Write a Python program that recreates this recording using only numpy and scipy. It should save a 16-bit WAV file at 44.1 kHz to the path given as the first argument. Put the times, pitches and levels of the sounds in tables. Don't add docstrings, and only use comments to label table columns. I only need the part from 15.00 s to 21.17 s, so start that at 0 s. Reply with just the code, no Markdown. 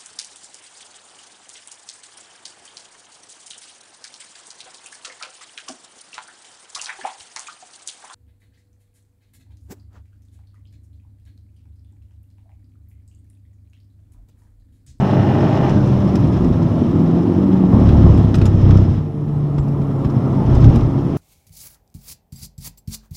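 import sys
import numpy as np
from scipy import signal
from scipy.fft import rfft, irfft, next_fast_len
from scipy.io import wavfile
from scipy.ndimage import uniform_filter1d, map_coordinates

SR = 44100
rng = np.random.default_rng(int(sys.argv[2]) if len(sys.argv) > 2 else 0)


def transcribe(signal):
    frames = np.atleast_2d(signal).T
    limited = np.clip(frames, -1, 1)
    pcm = np.round(limited * 32767).astype(np.int16)
    wavfile.write(sys.argv[1], SR, pcm)


N = 272097


def amp(db):
    return 10 ** (np.asarray(db) / 20)


def unit(x):
    return x / np.sqrt(np.mean(x ** 2) + 1e-20)


def curves(rows):
    times, *columns = np.transpose(rows)
    return [np.interp(np.arange(N) / SR, times, column) for column in columns]


def wobble(knots_per_s):
    knots = rng.standard_normal(int(N * knots_per_s / SR) + 4)
    return map_coordinates(knots, [np.arange(N) * knots_per_s / SR])


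def swell(start, end, attack_s, release_s):
    t = np.arange(N) / SR
    rise = np.clip((t - start) / attack_s, 0, 1)
    return rise * np.exp(-np.maximum(t - end, 0) / release_s)


def filtered(x, response):
    m = next_fast_len(N + SR // 2)
    return irfft(rfft(x, m) * response(np.fft.rfftfreq(m, 1 / SR)), m)[:N]


def softened(x, corner_hz):
    return filtered(x, lambda f: 1 / (1 + 1j * f / corner_hz) ** 2)


def coloured(x, spectrum):
    hz, db = np.transpose(spectrum)
    return unit(filtered(x, lambda f: amp(np.interp(np.log(f + 1), np.log(hz), db))))


def resonate(x, modes):
    def response(f):
        total = 0
        for k, (hz, width_hz, db) in enumerate(modes):
            damping = 1j * f * width_hz
            total = total + (-1) ** k * amp(db) * damping / (hz * hz - f * f + damping)
        return total
    return filtered(x, response)


def rush(spectrum, patchy_db):
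    grid = signal.stft(rng.standard_normal(N), nperseg=1024)[2]
    patches = uniform_filter1d(rng.standard_normal(grid.shape), size=6, axis=0)
    patches = uniform_filter1d(patches, size=7, axis=1)
    patchy = signal.istft(grid * amp(patchy_db * unit(patches)), nperseg=1024)[1][:N]
    return coloured(patchy, spectrum)


def passes(turns):
    return np.interp(np.arange(1, int(turns[-1])), turns, np.arange(N))


def impulses(at, size):
    whole, part = np.divmod(np.clip(at, 0, N - 2), 1)
    whole = whole.astype(int)
    return np.bincount(whole, size * (1 - part), N) + np.bincount(whole + 1, size * part, N)


def bursts(at, sizes, t60, rise_s=0.00088):
    t = np.arange(SR // 5) / SR
    fade = amp(-60 * t / t60) * (1 - np.exp(-t / rise_s))
    return signal.fftconvolve(impulses(at, sizes), fade)[:N] * rng.standard_normal(N)


def cabin(x, t60, wet):
    t = np.arange(SR // 5) / SR
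    tail = rng.standard_normal(len(t)) * amp(-60 * t / t60)
    return x + wet * signal.fftconvolve(x, tail / np.linalg.norm(tail))[:N]


def whistle(rows, knots_per_s):
    hz, db = curves(rows)
    phase = 2 * np.pi * np.cumsum(hz) / SR
    return amp(db) * (wobble(knots_per_s) * np.sin(phase) + wobble(knots_per_s) * np.cos(phase))


# (time [s], tyre roar level [dB], wind and grit hiss level [dB])
ROAD_NOISE = [(0, -27, -44.5), (.65, -26.5, -42), (.85, -28, -45), (1.6, -29, -47.5), (2.6, -31, -50.5),
              (3.3, -34, -49.5), (3.95, -35.5, -49.5), (4.07, -43, -61.5), (4.25, -39, -59),
              (4.75, -34, -57), (5.3, -29, -52), (6.17, -31.5, -52)]
# (start [s], end [s], rise [s], thud level [dB], timing scatter of the ribs [s],
# share of suspension ringing [0-1], tread roar level [dB], grit hiss level [dB])
KERB_RIDES = [(2.695, 2.807, 0.046, -20, 0.0017, 0.1, -25.5, -51),
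              (2.759, 3.204, 0.16, -8.5, .0006, .05, -29.5, -46),
              (3.349, 3.488, 0.031, -11.5, .0006, .1, -34.5, -52),
              (3.528, 3.787, 0.15, -9, 0.00046, 0.08, -32, -45.5),
              (5.35, 5.768, 0.2, -9.5, .005, 0.93, -32, -46.5)]
KERB_RELEASE_S = 0.12


def surface():
    roar_db, hiss_db = curves(ROAD_NOISE)
    power = np.array([np.zeros(N), amp(roar_db), amp(hiss_db)]) ** 2
    for start, end, rise_s, thud_db, _, _, tread_db, grit_db in KERB_RIDES:
        gain = swell(start, end, rise_s, KERB_RELEASE_S)
        power = power + np.outer(amp([thud_db, tread_db, grit_db]), gain) ** 2
    return np.sqrt(power)


# (frequency [Hz], relative level [dB])
BOOM_SPECTRUM = [(12, -38), (33, -6), (50, -19.5), (75, -7.5), (105, 2.5), (135, 0.5), (190, -2),
                 (230, -10), (300, -10.5), (360, -11), (440, -23), (900, -73)]
TREAD_SPECTRUM = [(200, -24.5), (380, 3.5), (470, 1.5), (680, 0.5), (740, -2), (840, -3), (1050, -5.5),
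                  (1350, -10), (1500, -22.5), (2000, -23), (3000, -39.5), (8000, -67.5)]
GRIT_SPECTRUM = [(900, -28.5), (1600, 8), (2200, 2.5), (3200, 4), (4000, -0.5), (4800, -6.5), (5220, 1.5),
                 (5800, -4.5), (6500, -9.5), (7500, -18), (9000, -32.5), (15000, -50.5)]
AIR_SPECTRUM = [(3000, -23.5), (7000, 4.5), (9000, 2.5), (10800, 2), (13000, -2), (15000, -2)]
USUAL_ROAR_DB = -30
BOOM_DB, BOOM_GROWS = -19, .55
KERB_BOOM_DB = -10


def road(shake, roar, hiss):
    roar_ratio = roar / amp(USUAL_ROAR_DB)
    boom_gain = np.hypot(amp(BOOM_DB) * roar_ratio ** BOOM_GROWS, amp(KERB_BOOM_DB) * shake)
    boom = boom_gain * rush(BOOM_SPECTRUM, patchy_db=1.5)
    treads = roar * amp(-0.34) * rush(TREAD_SPECTRUM, patchy_db=1.0)
    grit = hiss * amp(0.2 + 1.1 * wobble(60)) * rush(GRIT_SPECTRUM, patchy_db=1.1)
    air = amp(-64.5) * roar_ratio ** .45 * rush(AIR_SPECTRUM, patchy_db=2.5)
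    return boom + treads + grit + air


# (time [s], relative level [dB], knock against that level [dB], tick against that level [dB])
TRIM_RATTLES = [(0.6937, -28.5, 0.5, -25), (0.8731, -36.5, 0, -12), (1.1543, -21.5, -7.5, -17.5),
                (2.799, -35.5, -6, -13), (2.8893, -37.5, 10.5, -13), (3.176, -37.5, -1, -6),
                (3.342, -23.5, 4, -21.5), (3.3524, -28.5, -4.5, -6.5), (3.3828, -32, -3, -17),
                (3.4141, -37.5, 13.5, -17), (3.4535, -25.5, -2, -9.5), (3.4618, -28, -6, -13),
                (3.706, -31, 5, -24), (3.7703, -30, -2.5, -18.5), (4.5817, -34.5, 0.5, -14.5),
                (4.6813, -41, -6.5, -16), (4.815, -42.5, 0, -24), (5.046, -35, 3.5, -27.5),
                (5.0994, -38.5, -1.5, -19), (5.5502, -27, -7.5, -15.5), (5.6415, -28.5, 2, -30),
                (5.7573, -28, -1, -11), (5.807, -36.5, 2.5, -24)]
# (time [s], level [dB], pitch [Hz], time to fall 60 dB [s])
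METAL_CLINKS = [(3.457, -33, 6884, 0.066), (4.592, -53, 7628, 0.14)]
# (frequency [Hz], width [Hz], relative level [dB])
KNOCK_MODES = [(1340, 130, 2.5), (2660, 620, -9), (3800, 850, -9)]
PLASTIC_MODES = [(5150, 360, 4), (6140, 980, -1.5), (7450, 1100, -9.5)]
TICK_MODES = [(7600, 840, -4), (10700, 1600, -7), (12500, 1000, -8)]
TICKS_PER_S = 24
TICKING_DB, TICKING_SPREAD_DB, TICKING_TOP_DB = 13.5, 18, -12.5


def trim(hiss):
    t = np.arange(N) / SR
    times, db, knock_db, tick_db = np.transpose(TRIM_RATTLES)
    at = times * SR
    chance = rng.random((int(TICKS_PER_S * N / SR), 2)).T
    tick_at = chance[0] * (N - 1)
    tick_size = hiss[tick_at.astype(int)] * amp(TICKING_DB - TICKING_SPREAD_DB * chance[1])
    ticking = bursts(tick_at, tick_size, t60=0.033)
    knock_blows = bursts(at, amp(db + knock_db + 14.5), t60=.05) + amp(-1.5) * ticking
    knock = softened(resonate(knock_blows, KNOCK_MODES), corner_hz=7050)
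    clack_blows = bursts(at, amp(db + 2), t60=0.045) + ticking
    clack = softened(resonate(clack_blows, PLASTIC_MODES), corner_hz=11000)
    tick_blows = bursts(at, amp(db + tick_db + 12.5), t60=0.037) + amp(TICKING_TOP_DB) * ticking
    tick = softened(resonate(tick_blows, TICK_MODES), corner_hz=12000)
    metal = np.zeros(N)
    for start, level_db, hz, t60 in METAL_CLINKS:
        fade = (t > start) * amp(level_db - 60 * np.abs(t - start) / t60)
        metal += fade * np.sin(2 * np.pi * hz * (t - start))
    return cabin(knock + clack + tick + metal, t60=.05, wet=.35)


# (time [s], relative thud level [dB], relative knock level [dB])
ROAD_BUMPS = [(1.496, -6, -34.5), (2.633, -24, -18), (2.726, -13, -17), (3.063, -9.5, -17.5),
              (3.195, -11, -24.5), (3.375, -2, -37), (4.581, -6.5, -19.5), (5.046, -6.5, -22),
              (5.406, -21, -27), (5.554, -3.5, -23), (5.655, 2, -26)]
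# (frequency [Hz], width [Hz], relative level [dB])
SUSPENSION_MODES = [(33, 9, -6.5), (51.7, 13, 1.5), (74.5, 17, 1), (95, 18.55, 3), (126, 16, 5),
                    (215, 26, -22)]
PANEL_MODES = [(560, 220, 0.5), (850, 270, 3.5), (1110, 280, -1.5)]


def bumps():
    times, thud_db, knock_db = np.transpose(ROAD_BUMPS)
    thud = resonate(impulses(times * SR, amp(thud_db + 44.5)), SUSPENSION_MODES)
    knock = resonate(bursts(times * SR, amp(knock_db + 11.5), t60=0.057), PANEL_MODES)
    return softened(thud, corner_hz=700) + softened(knock, corner_hz=2500)


# (time [s], wheel turns per second [Hz])
WHEEL_SPEED = [(0, 22.4), (.8, 22.1), (1.2, 19.8), (1.5, 18.5), (2, 16.3), (2.8, 13.75), (3.3, 12.75),
               (3.75, 12.05), (5.2, 12.2), (6.17, 11.4)]
# (resonance [Hz], half width [Hz], level at top speed [dB])
TYRE_HUMS = [(77, 4.1, -21), (93, 2.6, -19.5), (126.2, 6, -13.5)]
TYRE_HUM_ORDERS = [4, 5, 6]
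# (start [s], end [s], level [dB])
KERB_EDGE = (2.69, 2.8, -14.5)
# (time [s], pitch [Hz], relative level [dB])
TYRE_SQUEAL = [(5.3, 885, -76.5), (5.41, 855, -29.5), (5.48, 854, -37), (5.6, 821, -38.5),
               (5.78, 814, -40.5), (5.9, 804, -68)]
HUM_GROWS = 1.1
CAVITY_DB, CAVITY_GROWS = -29.5, 1
KERB_CAVITY_DB = -13


def tyres(shake, roar):
    wheel_hz, = curves(WHEEL_SPEED)
    angle = 2 * np.pi * np.cumsum(wheel_hz * (1 + 0.002 * wobble(16))) / SR
    hum = np.zeros(N)
    for order, (hz, half_width_hz, db) in zip(TYRE_HUM_ORDERS, TYRE_HUMS):
        closeness = 1 / np.hypot(1, (order * wheel_hz - hz) / half_width_hz)
        hum += amp(db + 0.53 * wobble(9.8)) * closeness * np.sin(order * angle)
    hum *= (wheel_hz / wheel_hz.max()) ** HUM_GROWS
    start, end, edge_db = KERB_EDGE
    road_ringing = amp(CAVITY_DB) * (roar / amp(USUAL_ROAR_DB)) ** CAVITY_GROWS
    ringing = np.hypot(road_ringing, amp(KERB_CAVITY_DB) * shake)
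    ringing = np.hypot(ringing, amp(edge_db) * swell(start, end, attack_s=0.031, release_s=.04))
    tyre_air = resonate(rng.standard_normal(N), [(230.8, 9.2, 0)])
    cavity = ringing * unit(softened(tyre_air, corner_hz=327))
    return hum + cavity + whistle(TYRE_SQUEAL, knots_per_s=80)


# (frequency [Hz], width [Hz], relative level [dB])
BODY_MODES = [(32.4, 8.5, -11.5), (74.3, 17, 1.5), (97.8, 20.3, 3.5), (173.2, 28, -7), (351, 110, -24)]
RIBS_PER_TURN = 2.65
RIB_SCATTER_DB, SLAP_DB = 2.5, -27.5


def kerbs():
    ribs = passes(RIBS_PER_TURN * np.cumsum(curves(WHEEL_SPEED)[0]) / SR)
    out = np.zeros(N)
    for start, end, rise_s, db, scatter_s, share, _, _ in KERB_RIDES:
        chance = rng.standard_normal((len(ribs), 2)).T
        at = ribs + scatter_s * SR * chance[0]
        size = amp(RIB_SCATTER_DB * chance[1])
        blows = impulses(at, size)
        ring = (1 - share) * resonate(blows, BODY_MODES) + share * resonate(blows, SUSPENSION_MODES)
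        thuds = unit(softened(ring, corner_hz=604))
        slaps = amp(SLAP_DB) * coloured(bursts(at, size, t60=0.024), TREAD_SPECTRUM)
        out += amp(db) * swell(start, end, rise_s, KERB_RELEASE_S) * (thuds + slaps)
    return out


# (time [s], pitch [Hz], relative level [dB])
TURBO_WHISTLE = [(.55, 1850, -90), (.66, 1710, -56), (.8, 1510, -41), (.87, 1440, -49), (1, 1349, -96)]


def turbo():
    return whistle(TURBO_WHISTLE, knots_per_s=170)


CYLINDER_FIRINGS = [(0.93, -0.0047), (0.77, 0.038), (0.86, -0.046), (0.74, 0.021)]


def firings(turns, scatter_db, jitter):
    at = passes(turns)
    strength, late = np.array(CYLINDER_FIRINGS)[np.arange(len(at)) % len(CYLINDER_FIRINGS)].T
    chance = rng.standard_normal((len(at), 2)).T
    fired_at = at + (late + jitter * chance[0]) * np.gradient(at)
    return impulses(fired_at, strength * amp(scatter_db * chance[1]))


# (time [s], firing rate [Hz], tone level [dB])
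ENGINE_RUN = [(0, 198.2, -19), (.35, 202.8, -32.5), (.65, 202.2, -28), (1.0, 197.6, -19.5),
              (1.2, 190.4, -21), (1.6, 165.3, -19), (1.85, 158.2, -24.5), (2.08, 165, -14),
              (2.3, 177.5, -20.5), (2.46, 194.2, -17), (2.65, 185, -14.5), (3.3, 161.9, -30.5),
              (4.08, 150.1, -26), (4.3, 147.5, -20), (4.58, 143.5, -19), (5.25, 135, -20.5),
              (5.85, 135.6, -24.5), (6.17, 140.6, -22.5)]
# (time [s], relative level [dB])
EXHAUST_GROWL = [(0, -23.5), (.45, -17.5), (.8, -21.5), (1.4, -16.5), (2.9, -14.5), (3.5, -20.5),
                 (3.8, -20), (4.07, -35.5), (4.9, -31), (5.1, -23), (6.17, -23.5)]
# (time [s], relative level [dB])
THROTTLE_RASP = [(0, -23.5), (.7, -22), (.8, -43), (2, -39.5), (2.35, -38), (3, -38), (4.1, -46.5),
                 (5.3, -49.5), (6.17, -45.5)]
# (frequency [Hz], level under a light load [dB])
CABIN_OVERTONES = [(265, -28), (276, -25.5), (290, -34), (320, -39.5), (343, -27.5), (370, -39),
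                   (405, -37.5), (445, -39), (475, -47.5), (505, -40), (555, -47), (595, -36), (620, -37)]
# (frequency [Hz], relative level [dB])
EXHAUST_SPECTRUM = [(20, -40), (90, -23), (170, -1.5), (240, 2), (300, -1), (355, -2.5), (410, -20),
                    (470, -21.5), (600, -43), (1200, -61.5), (3000, -100)]
RASP_SPECTRUM = [(200, -50), (380, 3.5), (450, 0.5), (540, 0), (660, 7.5), (725, -5.5), (800, 10),
                 (950, -5), (1250, -10), (1550, -17), (1820, -13.5), (2050, -20.5), (2800, -21.5),
                 (3500, -30), (9000, -64)]
LIGHT_RASP_DB, OVERTONE_GROWS = -43, .25


def engine():
    firing_hz, tone_db = curves(ENGINE_RUN)
    rasp_db, = curves(THROTTLE_RASP)
    turns = np.cumsum(firing_hz * (1 + .0012 * wobble(25))) / SR
    load_db = OVERTONE_GROWS * (rasp_db - LIGHT_RASP_DB)
    drone = np.zeros(N)
    for k in (1, 2, 3):
        db = tone_db if k == 1 else load_db + np.interp(k * firing_hz, *np.transpose(CABIN_OVERTONES))
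        drone += amp(db + 0.55 * k * wobble(14)) * np.sqrt(2) * np.sin(2 * np.pi * k * turns)
    lumps = firings(turns, scatter_db=1.83, jitter=0.027) - 0.93 * impulses(passes(turns), 0.91)
    growl_gain = amp(curves(EXHAUST_GROWL)[0] - 2.5)
    growl = growl_gain * coloured(cabin(lumps, t60=0.022, wet=0.42), EXHAUST_SPECTRUM)
    puffs = unit((1 + np.cos(2 * np.pi * turns)) * rng.standard_normal(N))
    burns = firings(turns, scatter_db=1.6, jitter=.012) - .45 * impulses(passes(turns), 1)
    bark = unit(cabin(burns, t60=.04, wet=.9))
    rasp = amp(rasp_db - 3.0) * coloured(bark + 0.71 * puffs, RASP_SPECTRUM)
    return drone + growl + rasp


def scene():
    shake, roar, hiss = surface()
    ground = road(shake, roar, hiss) + tyres(shake, roar) + kerbs() + bumps()
    return (engine() + turbo() + ground + trim(hiss))[None]


TOP_HZ = 15000


def record(dry):
    held = dry[0] / (1 + np.abs(dry[0] / 1.15) ** 8) ** (1 / 8)
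    return filtered(held, lambda hz: hz < TOP_HZ)[None]


dry = scene()
out = record(dry)
transcribe(out)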